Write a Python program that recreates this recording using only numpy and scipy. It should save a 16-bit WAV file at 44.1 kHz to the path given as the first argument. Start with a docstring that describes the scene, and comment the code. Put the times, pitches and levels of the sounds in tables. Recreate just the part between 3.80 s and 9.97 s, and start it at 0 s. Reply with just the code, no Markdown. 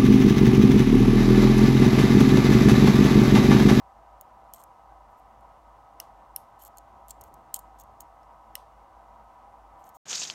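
"""Picking a brass lock

Close up, a steel hook pick ticks and scrapes along the keyway of a lock cylinder held in a vice.
Three times a pin snaps free and rings the brass. Hands shift on the vice with a soft rumble.
A small room answers; a fan whirs in it over a low, wavering hum and a faint hiss."""
import sys
import numpy as np
from scipy import signal
from scipy.fft import rfft, irfft, next_fast_len
from scipy.io import wavfile
from scipy.ndimage import map_coordinates

SR = 44100
rng = np.random.default_rng(int(sys.argv[2]) if len(sys.argv) > 2 else 0)


def pcm_store(signal):
    """Save signal as 16-bit PCM."""
    levels = np.round(np.clip(np.atleast_2d(signal), -1, 1) * 32767)
    wavfile.write(sys.argv[1], SR, levels.astype(np.int16).T)


N = 272097
TOP_HZ = 16150
FAVOUR_DB, FAVOUR_WIDTH_HZ = 6, 220  # where the metal is touched decides which mode stands out
CLICK_SPAN = .002 * SR  # a click's level counts its energy as spread over 2 ms


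# The brass cylinder's modes. Each row: pitch in Hz, width in Hz, relative level in dB.
BRASS_MODES = [(1980, 170, -10), (2890, 260, 2), (2930, 35, -10), (4120, 300, -4), (5450, 210, -1),
               (6030, 280, -6), (7330, 400, -11), (8500, 25, -18), (9200, 420, -4), (10750, 650, -5),
               (12400, 550, -3), (13150, 600, -4), (15400, 700, -12)]
# Pins snap free and land, or just settle. Each row: start in seconds, level in dB, then knock, mid
# and top in dB against the 12 kHz band, favoured mode in Hz.
SNAPS = [(2.2006, -36, -16, -9, -10, 10750), (2.2013, -33, -3, 0, -9, 6030),
         (2.5619, -27.5, -28, -15, -17, 12400), (2.5627, -30.5, -15, -13, -19, 5450),
         (4.432, -66, 3, 10, -10, 5450), (4.7536, -34, -12, -5, -17, 8500),
         (4.7542, -31.5, -1, -3, -20, 1980)]

def pins():
    """Each snap rings the cylinder; the room gathers it from all sides, which evens out its modes."""
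    track = contacts(SNAPS, BRASS_MODES, grip_loss=.002, crack_db=-11, crack_t60=.0048,
                     low_cut_hz=1674, haze_db=-29, haze_s=.003)
    lead = 256
    for s, db, knock_db, mid_db, top_db, _ in SNAPS:
        colour = [(1200, knock_db - 25), (2000, knock_db - 3), (2400, knock_db - 3),
                  (2900, knock_db + 7), (4200, knock_db + .5), (5500, mid_db + 2), (7300, mid_db - 3),
                  (8500, mid_db + 1), (10500, -6), (12300, 0), (15500, top_db - 2)]
        diffuse = filtered(signal.unit_impulse(SR // 2, lead), eq(colour))
        diffuse = amp(db) * diffuse * np.sqrt(CLICK_SPAN / np.sum(diffuse ** 2))
        add(track, s - lead / SR, room(diffuse, near_db=-20.5, near_t60=.035, far_db=-21.3))
    return track


# The steel hook's modes. Each row: pitch in Hz, width in Hz, relative level in dB.
STEEL_MODES = [(3070, 49, -12.5), (4310, 50.8, -11.5), (5560, 170, -7.5), (6605, 170, 2.5),
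               (7410, 300, 4.5), (8350, 580, 6), (9480, 112.6, -3), (11560, 260, -2), (12600, 220, -2.5),
               (14120, 466, -1), (15180, 578, -2)]

def pick():
    """Light, well-damped ticks and scrapes of the steel hook, with their faint echo."""
    rubbing = scrapes()
    ticks = contacts(strikes() + catches(), STEEL_MODES, grip_loss=.022, crack_db=-10, crack_t60=.0025,
                     low_cut_hz=2200, haze_db=-21, haze_s=.0014)
    direct = ticks + rubbing
    return direct + room(direct, near_db=-15.5, near_t60=.016, far_db=-27)


# The hook hits a pin or the keyway. Each row: start in seconds, level in dB, then mid and top in dB
# against the 12 kHz band, favoured mode in Hz.
HOOK_HITS = [(0.4116, -39.5, -1, 10.5, 15150), (0.737, -37, -4.5, -1, 9300), (0.7625, -54, 2, -4, 3100),
             (0.7993, -58, -2, -3, 9500), (0.8044, -58, 8, 2.5, 8400), (0.816, -59, 7, -3, 7480),
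             (0.8382, -47.5, -8, -15, 11750), (1.3988, -68, -7, -8, 11750), (1.609, -69, -6, -15, 11750),
             (2.8220, -48, -12, -11, 12450), (2.837, -47, -7, -7, 12450), (2.8503, -43.5, -9, -6, 5550),
             (2.8775, -52, -11, -5, 5550), (2.9724, -48.5, 3, 1, 4350), (2.9837, -43.5, 2, -9, 4350),
             (3.2837, -46.5, -6, -22.5, 11600), (3.3069, -37.5, 9, 6, 15150), (3.3095, -38.5, 16, 4, 4350),
             (3.4118, -45.5, -4, -3, 11750), (3.4158, -49.5, 1, -6, 5550), (3.4387, -47.5, -4.5, -5, 12450),
             (3.5411, -51.5, -1, -4, 6620), (3.7415, -28.5, -5, -3, 5550), (3.7432, -23.5, 4, -5, 8300),
             (3.7611, -37, -3.5, 0.5, 9600), (3.7644, -40, 0, -11, 9540), (3.7908, -42.5, -7, -3.5, 9500),
             (3.7934, -45.2, -5, -2, 9500), (3.9993, -46.5, -4, -8, 5600), (4.037, -57.5, -7, -13, 12450),
             (4.2037, -53, 8, -2, 6620), (4.2065, -39, 6.5, 10, 6620), (6.0414, -57, 14, 0, 6640),
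             (6.0917, -53, -8, -9, 14100)]

def strikes(rebound_s=.0018):
    """Contact rows for the hits: the springy hook lands, then rebounds softer and duller."""
    rows = []
    for s, db, mid_db, top_db, ring_hz in HOOK_HITS:
        knock_db = -13.3 + .85 * mid_db  # a blunter contact has more mid and more knock alike
        if ring_hz < CLICK_CROSSOVERS[0]:  # a low favoured mode adds to the knock
            knock_db += FAVOUR_DB / 2
        flight_s = rebound_s * rng.uniform(.7, 1.3)
        rows.append((s, db, knock_db, mid_db, top_db, ring_hz))
        rows.append((s + flight_s, db - 17, knock_db + 12, mid_db + 1, top_db - 1, ring_hz))
    return rows


# Three crossovers in Hz split a click into knock, mid, the 12 kHz band and top.
CLICK_CROSSOVERS = [4700, 9500, 14000]

def contacts(rows, modes, grip_loss, crack_db, crack_t60, low_cut_hz, haze_db, haze_s):
    """Metal meets metal: a crack and a short ring, damped by the fingers and the vice."""
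    track = np.zeros(N)
    lead = 512  # samples of haze before the hit
    t = (np.arange(2048) - lead) / SR
    after = np.maximum(t, 0)
    attack = 1 - np.exp(-after / .00015)
    mode_hz, width, mode_db = np.transpose(modes)[:, :, None]
    width = width + grip_loss * mode_hz  # the grip damps high modes soonest
    decay = np.exp(-np.pi * width * after)
    hz = np.fft.rfftfreq(len(t), 1 / SR) + 1
    above = 1 / (1 + (np.array(CLICK_CROSSOVERS)[:, None] / hz) ** 30)
    bands = -np.diff(above, axis=0, prepend=1, append=0)
    radiated = (hz < TOP_HZ + 500) / np.sqrt(1 + (low_cut_hz / hz) ** 12)  # small parts give no bass
    for s, db, knock_db, mid_db, top_db, ring_hz in rows:
        # each contact point loads the modes differently, shifting their strength and pitch a little
        scatter_db = 2 * rng.standard_normal(mode_hz.shape)
        size = amp(mode_db + FAVOUR_DB * nearness(mode_hz, ring_hz) + scatter_db) * np.sqrt(width)
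        pitch = mode_hz * (1 + .007 * rng.standard_normal(mode_hz.shape))
        phase = rng.uniform(0, 2 * np.pi, mode_hz.shape)
        ring = unit(attack * np.sum(size * decay * np.sin(2 * np.pi * pitch * after + phase), axis=0))
        crack = unit(attack * rng.standard_normal(len(t)) * amp(-60 * after / crack_t60))
        # a faint, brief haze of noise around each click softens its attack
        haze = unit(rng.standard_normal(len(t)) * np.exp(-np.abs(t) / haze_s))
        spectrum = rfft(ring + amp(crack_db) * crack + amp(haze_db) * haze) * radiated
        # the hardness of the contact shares the energy out among the bands
        strength = np.sqrt(bands ** 2 @ np.abs(spectrum) ** 2 / (bands ** 2 @ radiated))
        band_gains = amp([knock_db, mid_db, 0, top_db]) / strength
        click = irfft(spectrum * np.exp(np.log(band_gains) @ bands))
        add(track, s - lead / SR, amp(db) * click * np.sqrt(CLICK_SPAN / np.sum(click ** 2)))
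    return track


# The colour of steel rubbing brass. Each row: frequency in Hz, relative level in dB.
FRICTION_EQ = [(1000, -36), (3300, 10.5), (4700, 1), (7000, -6), (10000, -11), (12500, 1), (16000, -6.5)]
# The hook drags over brass. Each row: start and end in seconds, relative level in dB,
# favoured mode in Hz.
STROKES = [(0.734, 0.75, -59.5, 3140), (0.737, 0.844, -71, 8400), (1.298, 1.332, -88, 11750),
           (1.37, 1.4, -84, 11750), (2.789, 2.844, -65, 11750), (2.847, 2.881, -59, 12450),
           (3.282, 3.319, -60, 11860), (3.429, 3.492, -77, 12450), (3.747, 3.774, -52, 8400),
           (3.986, 4.022, -63.5, 6620), (4.208, 4.225, -65, 6620), (5.983, 6.033, -83.5, 12450),
           (6.042, 6.087, -74, 6620), (6.088, 6.100, -67, 14100), (6.141, 6.207, -67, 6620)]

def scrapes(slips_per_s=1200, rub_share=.5, level_db=4, favour_db=-6.5, whisper_db=-39):
    """Under each stroke the tip catches and slips in tiny jolts that ring the pick."""
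    pressure = np.zeros(N)
    emphasis = np.zeros((len(STEEL_MODES), N))
    for start, end, db, ring_hz in STROKES:
        progress = np.linspace(0, 1, max(round((end - start) * SR), 2))
        stroke = amp(db) * np.sqrt(np.abs(np.sin(np.pi * progress)))
        add(pressure, start, stroke)
        for envelope, (mode_hz, _, _) in zip(emphasis, STEEL_MODES):
            add(envelope, start, stroke * nearness(mode_hz, ring_hz))
    slips = (rng.random(N) < slips_per_s / SR) * amp(4 * rng.standard_normal(N))
    jolts = unit(signal.fftconvolve(slips, np.exp(-np.arange(64) / 12))[:N])
    friction = filtered((jolts + rub_share) * rng.standard_normal(N), eq(FRICTION_EQ))
    # as the contact point slides, now one resonance speaks and now another
    voices = []
    for mode_hz, width, db in STEEL_MODES:
        ring = filtered(friction, lambda hz: resonances([(mode_hz, 2 * width + 150, db / 2)], hz) ** 2)
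        voices.append(amp(5 * wobble(70)) * ring)
    favoured = sum(envelope * unit(voice) for envelope, voice in zip(emphasis, voices))
    steel = pressure * unit(.1 * friction + sum(voices)) + amp(favour_db) * favoured
    # even the lightest slide whispers high up, and this grows only slowly with pressure
    whisper = noise(lambda hz: resonances([(11920, 2600, 0)], hz) ** 2)
    return amp(level_db) * steel + amp(whisper_db) * np.sqrt(pressure) * whisper


def catches(gap_s=.006, lift_db=2, spread_db=2, knock_db=-13, mid_db=-1.5, top_db=-6):
    """Contact rows along each stroke: the tip snags unevenly on small edges, favouring random modes."""
    rows = []
    for start, end, db, _ in STROKES:
        chance = rng.standard_normal((16, 3))
        rings_hz = rng.choice([hz for hz, _, _ in STEEL_MODES], size=len(chance))
        for k, (late, force, colour) in enumerate(chance):
            s = start + gap_s * (k + 1 + late / 3)
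            if s < end:
                catch_db = db + lift_db + spread_db * force
                rows.append((s, catch_db, knock_db, mid_db + spread_db * colour, top_db, rings_hz[k]))
    return rows


def handling():
    """Hands shift on the vice with a soft, uneven rumble, most while the pick goes back in."""
    swell_db = np.interp(np.arange(N) / SR, [2.9, 3.5, 3.9, 4.3], [-73.5, -63.5, -63, -77])
    rumble = noise(eq([(35, -20), (70, 5), (130, -4.5), (400, -7.5), (900, -31), (2500, -120)]))
    return amp(swell_db + 3 * wobble(11)) * rumble


# The small room's tail. Each row: frequency in Hz, seconds to fall by 60 dB.
ROOM_DECAY = [(1500, 0.25), (6000, 0.29), (15000, 0.15)]

def room(x, near_db, near_t60, far_db):
    """Hands, vice and bench scatter the sound at once; the walls answer later and more faintly."""
    hz, frame_s, frames = signal.stft(rng.standard_normal(SR // 2), SR, nperseg=256)
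    decay = amp(-60 * frame_s / along(ROOM_DECAY, hz)[:, None])
    tail = signal.istft(frames * decay, SR, nperseg=256)[1]
    t = np.arange(len(tail)) / SR
    tail *= 1 - np.exp(-t / .005)
    near = rng.standard_normal(len(t)) * amp(-60 * t / near_t60) * (1 - np.exp(-t / .0034))
    answer = amp(near_db) * near / np.linalg.norm(near) + amp(far_db) * tail / np.linalg.norm(tail)
    return signal.fftconvolve(x, answer)[:N]


# The rush of the fan's air. Each row: frequency in Hz, relative level in dB.
AIR_EQ = [(20, -11), (38, -15.5), (62, -4), (88, 1.5), (130, -1.5), (170, -6.5), (320, -9.5), (390, -9.5),
          (560, 2.5), (800, 1), (1100, 4.5), (1350, -5), (1700, -14), (2600, -19.5), (9000, -53)]
# The housing's resonances. Each row: pitch in Hz, width in Hz, relative level in dB before EQ.
HOUSING_MODES = [(215.7, 11.5, -13.5), (319, 19, -15), (612, 34, -11), (681, 20, 0), (767.2, 27, 2),
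                 (803.3, 30, 2.5), (942.6, 25.4, 1), (983.7, 13, 3.5), (1024, 28, -4.5), (1166, 34, -11),
                 (1528, 19, -13.5), (2030, 113, -19), (2876, 120, -26.5)]
# The motor's whine. Each row: centre pitch in Hz, centre level in dB.
MOTOR_TONES = [(1273, -66.5), (1773, -80.5)]

def fan(flutter_db=.8, flutter_per_s=22):
    """Nearly steady air rushes through a resonant housing; the motor adds two thin, wavering tones."""
    air = amp(-59) * noise(eq(AIR_EQ))
    whir_eq = eq([(120, -30.5), (220, 2), (340, 1), (400, -4), (580, -1), (1500, -.5), (1700, -10.5),
                  (1960, -3.5), (2400, -12), (2900, -4.5), (5000, -41)])
    whir = amp(-54.5) * noise(lambda hz: resonances(HOUSING_MODES, hz) * whir_eq(hz))
    whine = np.zeros(N)
    for hz, db in MOTOR_TONES:
        level = amp(db + 3.2 * wobble(19))
        pitch = hz + 3.19 * wobble(25)
        whine += level * np.sin(2 * np.pi * np.cumsum(pitch) / SR)
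    return (air + whir) * amp(flutter_db * wobble(flutter_per_s)) + whine


def hum(hz=52, width_hz=11, tone_db=-64.5, drone_db=-64.5):
    """A low hum that wavers: a steady tone beats against a narrow drone."""
    tone = np.sqrt(2) * np.sin(2 * np.pi * hz * np.arange(N) / SR)
    drone = noise(lambda f: np.exp(-.5 * ((f - hz) / (width_hz / 2)) ** 2))
    return amp(tone_db) * tone + amp(drone_db) * drone


# The colour of the hiss. Each row: frequency in Hz, relative level in dB.
HISS_EQ = [(1760, -20), (3200, -2.5), (4850, -5), (5890, -4), (7200, -6.5), (9320, -8), (10400, -11.5),
           (12400, -9.5), (15800, -15)]

def hiss():
    """A faint, steady bed of bright noise."""
    return amp(-77.5) * noise(eq(HISS_EQ))


def nearness(hz, ring_hz):
    """1 for the mode that a contact point favours, 0 for modes far from it."""
    return np.exp(-((hz - ring_hz) / FAVOUR_WIDTH_HZ) ** 2)


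def amp(db):
    return 10 ** (np.asarray(db) / 20)


def unit(x):
    return x / np.sqrt(np.mean(x ** 2) + 1e-30)


def along(points, hz):
    """Read (Hz, value) points along a log frequency axis."""
    points_hz, values = np.transpose(points)
    return np.interp(np.log(hz + 1), np.log(points_hz + 1), values)


def eq(points):
    """A gain curve through (Hz, dB) points."""
    return lambda hz: amp(along(points, hz))


def wobble(rate):
    """A smooth random curve, rate knots a second."""
    return map_coordinates(rng.standard_normal(int(N * rate / SR) + 4), [np.arange(N) * rate / SR])


def filtered(x, response):
    """Shape x with a gain curve over frequency."""
    size = next_fast_len(len(x) + 4096)
    return irfft(rfft(x, size) * response(np.fft.rfftfreq(size, 1 / SR)), size)[:len(x)]


def resonances(modes, hz):
    """Gain of a set of (Hz, width, dB) resonances."""
    return np.sqrt(sum(amp(db) ** 2 / (1 + (2 * (hz - f) / width) ** 2) for f, width, db in modes))


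def noise(response):
    """Coloured noise of rms 1."""
    return unit(filtered(rng.standard_normal(N), response))


def add(track, s, sound):
    """Mix a sound in at s seconds."""
    part = track[max(round(s * SR), 0):][:len(sound)]
    part += sound[:len(part)]


def scene():
    """The steady sound of the room with the lock work on top, in mono."""
    return (hiss() + fan() + hum() + handling() + pins() + pick())[None]


def record(dry):
    """A steep high cut takes off the very top."""
    return filtered(dry[0], lambda hz: 1 / np.sqrt(1 + (hz / TOP_HZ) ** 160))[None]


dry = scene()
out = record(dry)
pcm_store(out)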